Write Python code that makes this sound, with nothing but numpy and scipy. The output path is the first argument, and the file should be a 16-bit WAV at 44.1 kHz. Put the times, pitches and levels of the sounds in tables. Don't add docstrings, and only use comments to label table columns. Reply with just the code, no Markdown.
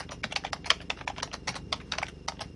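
import sys
import numpy as np
from scipy import signal
from scipy.fft import rfft, irfft, next_fast_len
from scipy.io import wavfile
from scipy.ndimage import uniform_filter1d, map_coordinates

SR = 44100
rng = np.random.default_rng(int(sys.argv[2]) if len(sys.argv) > 2 else 0)


def makeup_ratio(level_db):
    decades = np.asarray(level_db, float) / 20
    return 10 ** decades


def materialize(psi):
    bounded = np.clip(np.atleast_2d(psi).T, -1, 1)
    quanta = np.round(bounded * 32767).astype(np.int16)
    wavfile.write(sys.argv[1], SR, quanta)


N = 112455
LEAD = SR // 50


def unit(x):
    return x / np.sqrt(np.mean(x ** 2) + 1e-20)


def along(points, hz):
    f, v = np.transpose(points)
    return np.interp(np.log(hz + 1), np.log(f + 1), v)


def wobble(rate):
    knots = rng.standard_normal(int(N * rate / SR) + 4)
    return map_coordinates(knots, [np.arange(N) * rate / SR])


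def filtered(x, response):
    m = next_fast_len(N + SR // 2)
    spectrum = rfft(x, m) * response(np.fft.rfftfreq(m, 1 / SR))
    return irfft(spectrum, m)[..., :N]


def ring(family, t, count=28):
    low_hz, high_hz, t60 = family
    scatter_db, in_step, rise_cycles = 2, 0.8, 0.3
    t = t[:SR // 50]
    luck = rng.standard_normal((2, count, 1))
    place = (np.arange(count)[:, None] + rng.random((count, 1))) / count
    hz = low_hz * (high_hz / low_hz) ** place
    decay = makeup_ratio(scatter_db * luck[0] - 60 * t / t60)
    rise = (1 - np.exp(-t * hz / rise_cycles)) ** 2
    x = np.sum(np.sign(luck[1] + in_step) * decay * rise * np.sin(2 * np.pi * hz * t), 0)
    return x / np.linalg.norm(x)


# frequency in Hz, time to fall 60 dB in seconds.
ROOM_DECAY = [(500, 0.19), (1500, 0.16), (4000, 0.16), (10000, 0.18)]


def room(x, t, wet_db=0):
    tail_db, delay_s = -12.5, 0.0037
    hz, s, z = signal.stft(rng.standard_normal(len(t)), SR, nperseg=128)
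    fading = z * makeup_ratio(-60 * s / along(ROOM_DECAY, hz)[:, None])
    tail = signal.istft(fading, SR, nperseg=128)[1][:len(t)] * (t > delay_s)
    echo = signal.fftconvolve(x, tail / np.linalg.norm(tail))[:len(t)]
    return x + makeup_ratio(tail_db + wet_db) * echo


# lowest Hz, highest Hz, time to fall 60 dB in seconds.
CASE_MODES = (630, 1322, 0.019)
STEM_MODES = (1385, 3420, 0.0074)
CAP_MODES = (3694, 5895, 0.0094)
EDGE_MODES = (6420, 12000, 0.014)


def contact(out, s, db, case_db, cap_db, force, fizz_db=0, snap=0):
    grain_db, edge_db = 3.5, -17.5
    t = np.arange(SR // 6) / SR
    size = unit(uniform_filter1d(rng.standard_normal(len(t)), size=25))
    grains = rng.standard_normal(len(t)) * makeup_ratio(grain_db * size)
    shape = force(t - LEAD / SR)
    drive = grains * shape + snap * (np.arange(len(t)) == LEAD)
    parts = [(0, STEM_MODES), (case_db, CASE_MODES), (cap_db, CAP_MODES),
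             (cap_db + edge_db + fizz_db, EDGE_MODES)]
    sound = np.zeros(len(t))
    for level, family in parts:
        rung = signal.fftconvolve(drive, ring(family, t))[:len(t)]
        sound += makeup_ratio(level) * rung / np.linalg.norm(rung)
    sound *= np.hypot(np.linalg.norm(shape), snap)
    out[round(s * SR) + LEAD:][:len(t)] += makeup_ratio(db) * room(sound, t)


# start in seconds, peak level in dB, case thud over it in dB,
# cap click over it in dB, extra edge in dB.
KEY_PRESSES = [(0.2402, -20.5, -4.5, -6.5, -5.5), (0.361, -18, -5, -4, -2), (0.449, -24, -1, -20, 0),
               (0.5312, -27, 7, 1.5, 6.5), (0.703, -11.5, -19, -2.5, 4), (0.9017, -19, -1, -8, -6),
               (1.077, -19.5, -6.5, -14.5, 4), (1.1016, -40, 3, -8, -9), (1.2305, -29, 5.5, 7.5, 5.5),
               (1.4779, -29.5, 5.5, 5, 5), (1.727, -17, -1, -4.5, 4), (1.9222, -23, -13, -6, -17),
               (1.9362, -25, -11, -20, -3), (1.9841, -24, 0.5, -6.5, -12), (2.0304, -24.5, -2, -9.5, 4),
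               (2.2845, -25.5, 5.5, 2, 5)]


def presses(out):
    press_db = -6
    blow_s, blow_rise_s = 0.0022, 0.0005
    slide_s, slide_db, slide_grows = 0.0067, -9, 0.84
    rattle_s, rattle_db = 0.0081, -2

    def blow(u):
        return np.exp(-(u / np.where(u < 0, blow_rise_s, blow_s)) ** 2)

    for s, db, case_db, cap_db, fizz_db in KEY_PRESSES:
        def slide_and_rattle(u):
            slide = makeup_ratio(slide_db - slide_grows * (db + 20)) * np.clip(1 + u / slide_s, 0, 1) ** 0.5
            rattle = makeup_ratio(rattle_db) * np.exp(-np.abs(u) / rattle_s)
            return np.where(u < 0, slide, rattle)

        contact(out, s, db + press_db, case_db, cap_db, blow, fizz_db)
        contact(out, s, db + press_db, case_db / 2, cap_db / 2, slide_and_rattle, fizz_db)


# start in seconds,
# peak level in dB, case thud over it in dB, cap click over it in dB.
KEY_TICKS = [(0.0924, -32, -2, -26), (0.2356, -33, -33, -29), (0.3127, -34, -3, -21),
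             (0.4385, -31, -22, -14), (0.4662, -30.5, -22, -20), (0.4784, -39.5, -29, -18),
             (0.5626, -37.5, -1, -19), (0.6454, -30.5, -9, -23), (0.7147, -22.5, 4.5, -24),
             (0.8043, -32, -4, -21), (0.9742, -47, 10, -26), (0.9911, -34.5, -3, -24),
             (1.0112, -26, -2.5, -16), (1.1636, -35, -9, -22), (1.1826, -25.5, 1.5, -6),
             (1.2015, -28, -13, -21), (1.276, -36.5, 1.5, -14), (1.3151, -34.5, -4, -15),
             (.1185, -31.5, -3, -5), (.5318, -21.5, 0, -2), (1.2303, -18.5, -5.5, -2.5),
             (1.3405, -24.5, 0.5, 0), (1.4823, -22, 2.5, 0.5), (1.5565, -32, 4.5, -6.5),
             (1.5635, -27.5, 2, -1), (1.9217, -23.5, -5, -2), (1.9837, -25, -2.5, -1.5),
             (2.2858, -22.5, 0, -0.5), (2.4105, -32, -3, -1.5), (2.4185, -29.5, -1.5, 1),
             (1.4895, -28, -8, 6.5), (1.5432, -31.5, -1, -5), (1.803, -35, -32, -31),
             (1.9524, -46.5, 14.5, 7), (2.0184, -26.5, -15, -16), (2.0674, -33, -13, -9),
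             (2.321, -37, 5, -15), (2.37, -45, -9, -20), (2.394, -31.5, -1.5, -28)]


def ticks(out):
    grit_db, grit_s = -6.5, 0.00045
    scrape_db, scrape_s = -15.5, 0.0075

    def snap_and_drag(u):
        grit = makeup_ratio(grit_db) * np.exp(-np.abs(u) / np.where(u < 0, grit_s / 2, grit_s))
        scrape = makeup_ratio(scrape_db) * np.exp(-np.abs(u) / np.where(u < 0, scrape_s / 3, scrape_s))
        return grit + scrape

    for s, db, case_db, cap_db in KEY_TICKS:
        contact(out, s, db, case_db, cap_db, snap_and_drag, snap=4)


# start in seconds, level in dB, case thud over it in dB,
# cap click over it in dB, length in seconds.
KEY_RETURNS = [(-.006, -40.5, 1, -1.5, 0.017), (0.106, -49, 3.5, 1.5, 0.03),
               (0.32, -30, -3.5, -8.5, 0.0067), (0.655, -43, -1, -1.5, 0.025),
               (0.811, -48.5, -5, -6.5, 0.014), (1.326, -46, 0, 0.5, 0.025), (1.484, -40, -1.5, -2, 0.02),
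               (1.55, -42.5, -3, -1.5, 0.02), (1.809, -49.5, -3, -11, 0.0097),
               (2.078, -45.5, -11, -6.5, 0.016), (2.402, -42, 1.5, -1.5, 0.021)]


def returns(out):
    return_db, rise_s = 7, 0.0061
    for s, db, case_db, cap_db, long in KEY_RETURNS:
        contact(out, s, db + return_db, case_db, cap_db,
                lambda u: np.clip(u / rise_s, 0, 1) * np.exp(-(u / long) ** 2), fizz_db=8.5)


# start in seconds, level in dB, length in seconds.
FINGER_RUSTLES = [(0.011, -44, 0.032), (0.131, -50, 0.019), (0.259, -58, 0.019), (0.297, -47, 0.049),
                  (0.394, -61, 0.074), (0.454, -44, 0.025), (0.709, -43, 0.02), (0.73, -55, 0.1),
                  (0.96, -48.5, 0.052), (1.099, -58, 0.025), (1.163, -43.5, 0.043), (1.501, -47.5, 0.071),
                  (1.57, -46, 0.018), (1.749, -56.5, 0.072), (1.943, -52, 0.026), (2.043, -51, 0.05),
                  (2.296, -60, 0.062), (2.429, -45, 0.017)]


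def rustles(out):
    case_db, cap_db, rise_s = -4, -6.5, 0.014
    for s, db, long in FINGER_RUSTLES:
        contact(out, s, db, case_db, cap_db,
                lambda u: np.clip(u / rise_s, 0, 1) * np.exp(-(u / long) ** 2))


def keys():
    out = np.zeros(N + SR)
    presses(out)
    ticks(out)
    rustles(out)
    returns(out)
    no_bass = signal.butter(N=5, Wn=520, btype="high", fs=SR, output="sos")
    return signal.sosfilt(no_bass, out[2 * LEAD:][:N])


# start in seconds, level in dB, frequency in Hz,
# time to fall 60 dB in seconds.
KEY_KNOCKS = [(0.2342, -29.5, 2286, 0.031), (0.2414, -17, 2320, 0.0095), (0.2416, -13.5, 1367, 0.0066),
              (0.3276, -26.5, 2790, 0.013), (0.3605, -17.5, 2790, 0.0093), (0.3614, -12.5, 4460, 0.0074),
              (0.3614, -22.3, 2220, 0.013), (0.4493, -17.5, 820, 0.014), (0.5308, -21, 840, 0.013),
              (0.531, -16.5, 2090, 0.0088), (0.5314, -25.5, 4790, 0.014), (0.7032, -6, 3153, 0.013),
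              (0.7041, -4, 1860, 0.006), (0.7051, -16.5, 1120, 0.018), (0.7134, -24, 3550, 0.016),
              (0.7139, -27, 2900, 0.008), (0.7142, -19, 2350, 0.011), (0.9042, -9, 2675, 0.0066),
              (0.9024, -18, 3490, 0.012), (0.9034, -16, 840, 0.0085), (1.0765, -13.5, 926, 0.012),
              (1.0775, -20, 2384, 0.01), (1.078, -21.5, 1690, 0.008), (1.1022, -22.5, 800, 0.022),
              (1.2287, -19.5, 940, 0.015), (1.2295, -20, 2130, 0.0085), (1.2305, -22.5, 5700, 0.012),
              (1.4766, -17, 1960, 0.0078), (1.4794, -22, 5600, 0.0084), (1.4811, -18, 2120, 0.0074),
              (1.491, -33, 5580, 0.029), (1.4907, -34, 4430, 0.0074), (1.4899, -31.5, 2210, 0.026),
              (1.7273, -20, 4307, 0.014), (1.7261, -20, 4650, 0.011), (1.7268, -19.5, 3530, 0.015),
              (1.7323, -43, 880, 0.011), (1.9212, -14.5, 3750, 0.0075), (1.9214, -17, 4570, 0.01),
              (1.9215, -29.8, 5370, 0.008), (1.937, -14, 1470, 0.0073), (1.984, -24, 4460, 0.0095),
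              (1.9853, -20, 2740, 0.0098), (1.9847, -23.5, 5870, 0.011), (2.0286, -10, 820, 0.0081),
              (2.03, -22.5, 1507, 0.015), (2.0319, -13.5, 2239, 0.0099), (2.2846, -22.5, 2060, 0.011),
              (2.2846, -12, 800, 0.0095), (2.284, -24.5, 5490, 0.013)]


def knocks():
    rise_s, rise_cycles, room_db = 0.00054, 0.68, -3.5
    out, t = np.zeros(N + SR), np.arange(SR // 6) / SR
    for s, db, hz, t60 in KEY_KNOCKS:
        rise = rise_s + rise_cycles / hz
        swell = (1 - np.exp(-t / rise)) ** 2
        mode = makeup_ratio(db - 60 * t / t60) * swell * np.sin(2 * np.pi * hz * t)
        out[round((s - rise) * SR):][:len(t)] += 2 * room(mode, t, room_db)
    return out[:N]


# start in seconds, peak level in dB, frequency in Hz,
# time to fall 60 dB in seconds.
DESK_THUDS = [
    (0.244, -31.5, 213, 0.1),
    (0.252, -40, 122, 0.099),
    (0.711, -31, 476, 0.069),
    (1.486, -39, 125, 0.56),
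    (1.49, -38, 193, 0.096),
    (1.728, -47, 470, 0.031),
    (2.412, -39, 107, 0.22),
]


def desk():
    rise_s = 0.001
    out, t = np.zeros(N + SR), np.arange(SR // 4) / SR
    for s, db, hz, t60 in DESK_THUDS:
        mode = makeup_ratio(db - 60 * t / t60) * (1 - np.exp(-t / rise_s)) * np.sin(2 * np.pi * hz * t)
        out[round(s * SR):][:len(t)] += mode
    return out[:N]


# place as a share of the frame, size, width in seconds.
LOAD_EDGES = [
    (0.254, -0.0082, 0.00027),
    (0.332, 0.021, 0.0006),
    (0.548, -0.016, 0.00051),
    (0.718, 0.0081, 0.0024),
]
# frequency in Hz, rms level in dB.
COIL_WHINE = [(2790, -67), (5210, -70.5), (5580, -77)]


def supply():
    frame_hz = 24.11
    buzz_low_hz, buzz_top_hz, buzz_scatter_db = 48.6, 620, -0.1
    whine_off, whine_on, wander_hz = 0.27, 0.53, 22
    turns = np.arange(N) / SR * frame_hz
    phase = turns % 1
    kicks = np.zeros(N)
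    for at, size, width in LOAD_EDGES:
        kicks += size * np.exp(-0.5 * ((phase - at) / frame_hz / width) ** 2)

    def buzz_band(hz):
        return 1j * hz / (buzz_low_hz + 1j * hz) / (1 + (hz / buzz_top_hz) ** 8)

    buzz = filtered(kicks * makeup_ratio(buzz_scatter_db * wobble(9.25)), buzz_band)
    singing = uniform_filter1d(1.0 * ((phase < whine_off) | (phase > whine_on)), size=60)
    tones = np.zeros(N)
    for hz, db in COIL_WHINE:
        level = makeup_ratio(db + 0.53 * wobble(48)) * np.sqrt(2)
        tones += level * np.sin(2 * np.pi * np.cumsum(hz + wander_hz * wobble(75)) / SR)
    return buzz + singing * tones


# frequency in Hz, level in dB per Hz.
RUMBLE_COLOUR = [(25, -42), (45, -6.5), (110, -2), (250, -8), (480, -14), (640, -42), (900, -83)]
# frequency in Hz, level in dB per Hz.
HISS_COLOUR = [(400, -6), (700, 0), (1500, -6), (2700, -9), (4700, -12), (6000, -13), (7500, -20),
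               (12000, -24)]


def floor():
    def noise(points):
        return unit(filtered(rng.standard_normal(N), lambda hz: makeup_ratio(along(points, hz))))

    rumble = makeup_ratio(-51 + 2 * wobble(5.56)) * noise(RUMBLE_COLOUR)
    hiss = makeup_ratio(-62.5 + wobble(24.85)) * noise(HISS_COLOUR)
    return rumble + hiss


def scene():
    return (keys() + knocks() + desk() + supply() + floor())[None]


def starved(x, holes, edge_hz):
    hole_db = -26
    t = np.arange(N) / SR
    inside = sum(1.0 * (np.abs(t - s - long / 2) < long / 2) for s, long in holes)
    hole = uniform_filter1d(inside, size=40)
    high = filtered(x, lambda hz: 1 / (1 + (edge_hz / (hz + 1)) ** 12))
    return x - high * hole * (1 - makeup_ratio(hole_db))


def band_limit(x):
    return signal.sosfilt(signal.butter(12, 12310, fs=SR, output="sos"), x)


# start in seconds, length in seconds.
BLOW_HOLES = [(0.218, 0.0087), (0.345, 0.0062), (.506, 0.015), (0.891, 0.0061), (1.051, 0.012),
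              (1.212, 0.0097), (1.47, 0.0013), (2.265, 0.0084)]
# start in seconds, length in seconds.
TREBLE_HOLES = [(0.088, 0.016), (0.63, 0.02), (0.713, 0.02), (1.304, 0.021), (1.526, 0.027), (1.734, 0.023),
                (2.01, 0.005), (2.393, 0.012)]


def record(dry):
    tile_from_hz, tile_sigma = 6400, 0.9
    mic_low_hz, mic_top_hz = 36.5, 11010
    x = starved(dry, BLOW_HOLES, 1050)
    x = starved(x, TREBLE_HOLES, 7800)
    hz, _, z = signal.stft(x, SR, nperseg=256)
    draws = rng.standard_normal((33, z.shape[2] // 4 + 1))
    tiles = np.kron(draws, np.ones((4, 4)))[:len(hz), :z.shape[2]]
    kept = (tiles < tile_sigma) | (hz[:, None] < tile_from_hz)
    x = signal.istft(z * kept, SR, nperseg=256)[1][:, :N]

    def mic_band(hz):
        return 1 / (1 + (mic_low_hz / (hz + 1)) ** 10) / (1 + (hz / mic_top_hz) ** 30)

    return band_limit(filtered(x, mic_band))


dry = scene()
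out = record(dry)
materialize(out)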